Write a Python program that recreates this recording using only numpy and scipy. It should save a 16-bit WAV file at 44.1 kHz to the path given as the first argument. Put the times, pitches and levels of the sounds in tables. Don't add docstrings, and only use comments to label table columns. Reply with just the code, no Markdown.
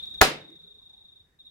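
import sys
import numpy as np
from scipy import signal
from scipy.fft import rfft, irfft
from scipy.io import wavfile
from scipy.ndimage import uniform_filter1d

SR = 44100
rng = np.random.default_rng(int(sys.argv[2]) if len(sys.argv) > 2 else 0)


def unload_wav(signal):
    wavfile.write(
        sys.argv[1],
        SR,
        np.round(np.clip(np.atleast_2d(signal).T, -1, 1) * 32767).astype(np.int16),
    )


N = 66150

# frequency in Hz, side over mid as a ratio 0-1.
STEREO_WIDTH = [(50, 0), (150, 0.4), (300, 0.4), (900, 0.8), (2000, 0.99), (16000, .95)]
# frequency in Hz, relative density in dB per Hz.
RUMBLE_SPECTRUM = [(20, -8), (45, 2), (90, -0.5), (160, -3.5), (300, -7.5), (480, -11), (650, -16),
                   (1600, -21), (3300, -27), (5000, -28), (16000, -35.5)]
RUMBLE_DB = -59.5

# time in seconds, level in dB.
TRILL_LEVEL = [(0, -40.5), (.18, -43), (.4, -46), (.63, -45), (.75, -47), (1.05, -47), (1.2, -49.5)]
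# start in seconds, length in seconds, level in dB.
LATE_CHIRPS = [(1.387, 0.035, -43), (1.445, 0.042, -41.5)]
# multiple of the pitch, level in dB.
TRILL_HARMONICS = [(1, 3.5), (2, -30.5), (3, -32), (4, -37.5)]
TRILL_START_S, TRILL_PERIOD_S, TRILL_END_S = -.016, .03766, 1.21
PULSE_S, PULSE_ROUNDNESS, PULSE_FADE_DB = .028, 1.3, -8
PULSE_HZ, PULSE_SAG_HZ, SAG_POWER = 3786, 562, 3.0
PITCH_SPREAD_HZ, LEVEL_SPREAD_DB = 14, 0.89
TRILL_DIRECT_DB, TRILL_ROOM_DB, TRILL_T60_S = 8.5, 8, .27
TRILL_LATE_DB, TRILL_LATE_T60_S = -19, 0.83

# start in seconds, level in dB.
TICKS = [(0.0268, -68), (.055, -51.5), (.1425, -50.5), (0.5018, -50), (.5594, -53.5), (.6194, -56),
         (.7194, -65), (.8374, -69), (0.8976, -55), (0.9336, -58)]
# frequency in Hz, relative density in dB per Hz.
TICK_SPECTRUM = [(100, -1), (700, -7.5), (1800, -2.5), (3000, -4.5), (6000, -8), (15000, -23)]
TICK_T60_S = 0.026
# start in seconds, length in seconds, level before the swell in dB, centre in Hz.
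RUBS = [(-.03, .25, -85, 1620), (0.043, 0.19, -60.5, 61.4), (0.431, 0.13, -46, 320.6),
        (0.399, 0.36, -60, 169.5), (0.404, 0.46, -61, 420), (0.459, .14, -65, 2000), (0.57, .16, -69, 1390),
        (0.787, 0.051, -63.5, 1091), (0.856, 0.22, -66, 843), (1.231, .18, -65.5, 1750)]
RUB_OCTAVES, RUB_GRAIN = 0.15, 0.2
BUMP_S, BUMP_HZ, BUMP_DB, BUMP_T60_S = 1.207, 80, -48, .15

# start in seconds, level before the treble cut in dB, cutoff in Hz.
BLOWS = [(0.2107, -19, 1505), (.2137, 0, 13900), (0.217, -5, 3900), (0.2232, -7, 2000), (0.2268, -13, 3500)]
# frequency in Hz, level in dB, t60 in seconds.
HOUSING_MODES = [(725, -7.5, .07), (915, -8.5, 0.073), (1268, -12, .09), (1294, -2.5, .07),
                 (1427, -10, .11), (1517, -9.5, .09), (1710, -4, 0.24), (2000, -17.5, 0.069),
                 (2450, -7, 0.15), (3480, -10, .06), (4030, -18.5, 0.23), (5350, -21, .08)]
# frequency in Hz, relative density in dB per Hz.
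CRACK_SPECTRUM = [(25, -29), (60, -12.5), (250, -7.5), (500, -0.5), (1150, -2.5), (1800, -1), (2770, -16.5),
                  (4030, -5.5), (6020, -14.5), (6820, -11), (7540, -19), (12100, -15.5), (16000, -15)]
HOUSING_DB, CRACK_DB, CRACK_T60_S, CRACK_WIDTH = -3.5, 5, 0.042, 0.71
PORT_LAG_S = 0.00016

THUMP_S, THUMP_HZ, THUMP_DB, THUMP_T60_S = .2135, 85, -8, .06
THUMP_PAN_DB, THUMP_LAG_S = -5, 0.0014

# frequency in Hz, level in dB, t60 in seconds.
BENCH_MODES = [(146, -26, .55), (262, -29, .45), (433, -23, .38), (520, -24, .38), (590, -24, .33),
               (1330, -29, .3), (1577, -29, .3), (1884, -26, .24), (2350, -26, .25)]
# frequency in Hz, relative density in dB per Hz.
ROOM_SPECTRUM = [(24, -48.5), (40, -21.5), (243, -6.5), (312, -6.5), (412, -5), (990, -6.5), (2320, -6.5),
                 (5180, -9), (6170, -14), (10200, -17), (16000, -26)]
# band centre in Hz, t60 in seconds.
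ROOM_DECAY = [(60, .45), (200, .48), (500, .4), (1200, .32), (2500, .33), (5000, .255), (10000, .205),
              (16000, .165)]
ROOM_DB, ROOM_DELAY_S, ROOM_BUILD_S = -6, .004, .008

# frequency in Hz, level in dB, t60 in seconds.
WORK_MODES = [(350, -11.5, 0.067), (420, -6, 0.065), (516.6, -17.5, .2), (596, -10.5, .14),
              (760.4, -5, 0.1)]
KNOCK_S, KNOCK_DB, KNOCK_RISE_S = .2205, 1, .002

LOW_CUT_HZ, TOP_HZ = 12, 15900
GAIN_THRESHOLD_DB, GAIN_ATTACK_S = -12.5, 0.0087
GAIN_SLOPE = 0.68
HELD_CREEP_DB_S = 3.75


def undb(db):
    return 10 ** (np.asarray(db) / 20)


def unit(x):
    return x / np.sqrt(np.mean(x ** 2))


def clock():
    return np.arange(N) / SR


def freqs():
    return np.maximum(np.arange(N // 2 + 1) * SR / N, 1)


def lookup(table, hz):
    table_hz, values = np.array(table, float).T
    return np.interp(np.log(hz), np.log(table_hz), values)


def spectrum(table):
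    return undb(lookup(table, freqs()))


def noise(gain, width=1):
    mid, side = rfft(rng.standard_normal((2, N))) * gain
    side = side * width * lookup(STEREO_WIDTH, freqs())
    return unit(irfft(np.array([mid + side, mid - side]), N))


def fade(start, t60):
    age = clock() - start
    return (age >= 0) * np.exp(-np.log(1000) * np.maximum(age, 0) / t60)


def build_up(start, seconds):
    return 1 - np.exp(-np.maximum(clock() - start, 0) / seconds)


def ring(modes, start, lag_s=PORT_LAG_S):
    age = clock() - start + np.array([[.5], [-.5]]) * lag_s
    out = 0
    for hz, db, t60 in modes:
        out = out + undb(db) * fade(start, t60) * np.sin(2 * np.pi * hz * age)
    return out


def rumble():
    return undb(RUMBLE_DB) * noise(spectrum(RUMBLE_SPECTRUM))


def trill_pulse(u, detune, push, db):
    pitch_hz = PULSE_HZ + PITCH_SPREAD_HZ * detune - PULSE_SAG_HZ * u ** SAG_POWER
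    phase = 2 * np.pi * np.cumsum(pitch_hz) / SR
    tone = sum(undb(level) * np.sin(round(multiple) * phase) for multiple, level in TRILL_HARMONICS)
    level_db = db + LEVEL_SPREAD_DB * push + PULSE_FADE_DB * u
    return undb(level_db) * np.sin(np.pi * u) ** PULSE_ROUNDNESS * tone


def trill():
    t = clock()
    starts = np.arange(TRILL_START_S, TRILL_END_S, TRILL_PERIOD_S)
    levels = np.interp(starts, *np.array(TRILL_LEVEL).T)
    pulses = [(start, PULSE_S, db) for start, db in zip(starts, levels)] + list(LATE_CHIRPS)
    source = np.zeros(N)
    for start, length, db in pulses:
        detune, push = rng.standard_normal(2)
        on = (t >= start) & (t < start + length)
        source[on] += trill_pulse((t[on] - start) / length, detune, push, db)
    tail = fade(0.0013, TRILL_T60_S) + undb(TRILL_LATE_DB) * fade(.003, TRILL_LATE_T60_S)
    walls = rng.standard_normal((2, N)) * tail
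    wet = signal.fftconvolve(source[None], walls, axes=1)[:, :N]
    wet = wet * source.std() / wet.std(axis=1, keepdims=True)
    direct = np.array([np.roll(source, shift=4), source])
    return undb(TRILL_DIRECT_DB) * direct + undb(TRILL_ROOM_DB) * wet


def rubs():
    out = 0
    for start, length, db, hz in RUBS:
        swell = np.sin(np.pi * np.clip((clock() - start) / length, 0, 1))
        roughness = unit(uniform_filter1d(rng.standard_normal(N), size=150))
        grain = unit(np.exp(RUB_GRAIN * roughness))
        octaves_off = np.log2(freqs() / hz)
        band = noise(1 / (1 + (octaves_off / RUB_OCTAVES) ** 2))
        out = out + undb(db) * swell * grain * band
    return out


def ticks():
    bursts = sum(undb(db) * fade(start, TICK_T60_S) for start, db in TICKS)
    return noise(spectrum(TICK_SPECTRUM)) * bursts


def staple_gun():
    out = 0
    for start, db, cutoff_hz in BLOWS:
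        burst = noise(spectrum(CRACK_SPECTRUM), CRACK_WIDTH) * fade(start, CRACK_T60_S)
        blow = undb(CRACK_DB) * burst + undb(HOUSING_DB) * ring(HOUSING_MODES, start)
        b, a = signal.butter(1, cutoff_hz, fs=SR)
        out = out + undb(db) * signal.lfilter(b, a, blow)
    return out


def snap_thump():
    pan = undb(np.array([[.5], [-.5]]) * THUMP_PAN_DB)
    return pan * ring([(THUMP_HZ, THUMP_DB, THUMP_T60_S)], THUMP_S, THUMP_LAG_S)


def workshop():
    hardest = max(BLOWS, key=lambda row: row[1])
    start = hardest[0] + ROOM_DELAY_S
    wash = rfft(noise(spectrum(ROOM_SPECTRUM)))
    decaying = 0
    for hz, t60 in ROOM_DECAY:
        share = lookup([(f, f == hz) for f, _ in ROOM_DECAY], freqs())
        decaying = decaying + irfft(wash * share, N) * fade(start, t60)
    answer = undb(ROOM_DB) * decaying + ring(BENCH_MODES, start)
    return build_up(start, ROOM_BUILD_S) * answer


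def work_knock():
    return undb(KNOCK_DB) * build_up(KNOCK_S, KNOCK_RISE_S) * ring(WORK_MODES, KNOCK_S)


def bump():
    return ring([(BUMP_HZ, BUMP_DB, BUMP_T60_S)], BUMP_S)


def scene():
    background = rumble() + trill()
    handling = rubs() + ticks() + bump()
    shot = staple_gun() + snap_thump() + workshop() + work_knock()
    return background + handling + shot


def record(dry):
    low_cut = signal.butter(2, LOW_CUT_HZ, "high", fs=SR, output="sos")
    dry = signal.sosfilt(low_cut, dry)
    k = 1 - np.exp(-1 / (GAIN_ATTACK_S * SR))
    power = signal.lfilter([k], [1, k - 1], np.mean(dry ** 2, axis=0))
    heard_db = 10 * np.log10(power + 1e-12)
    creep_db = HELD_CREEP_DB_S * clock()
    held_db = np.maximum.accumulate(heard_db - creep_db) + creep_db
    reduction_db = GAIN_SLOPE * np.maximum(held_db - GAIN_THRESHOLD_DB, 0)
    rounded = np.tanh(dry * undb(-reduction_db))
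    top_cut = signal.ellip(8, .2, 70, TOP_HZ, fs=SR, output="sos")
    return signal.sosfilt(top_cut, rounded)


dry = scene()
out = record(dry)
unload_wav(out)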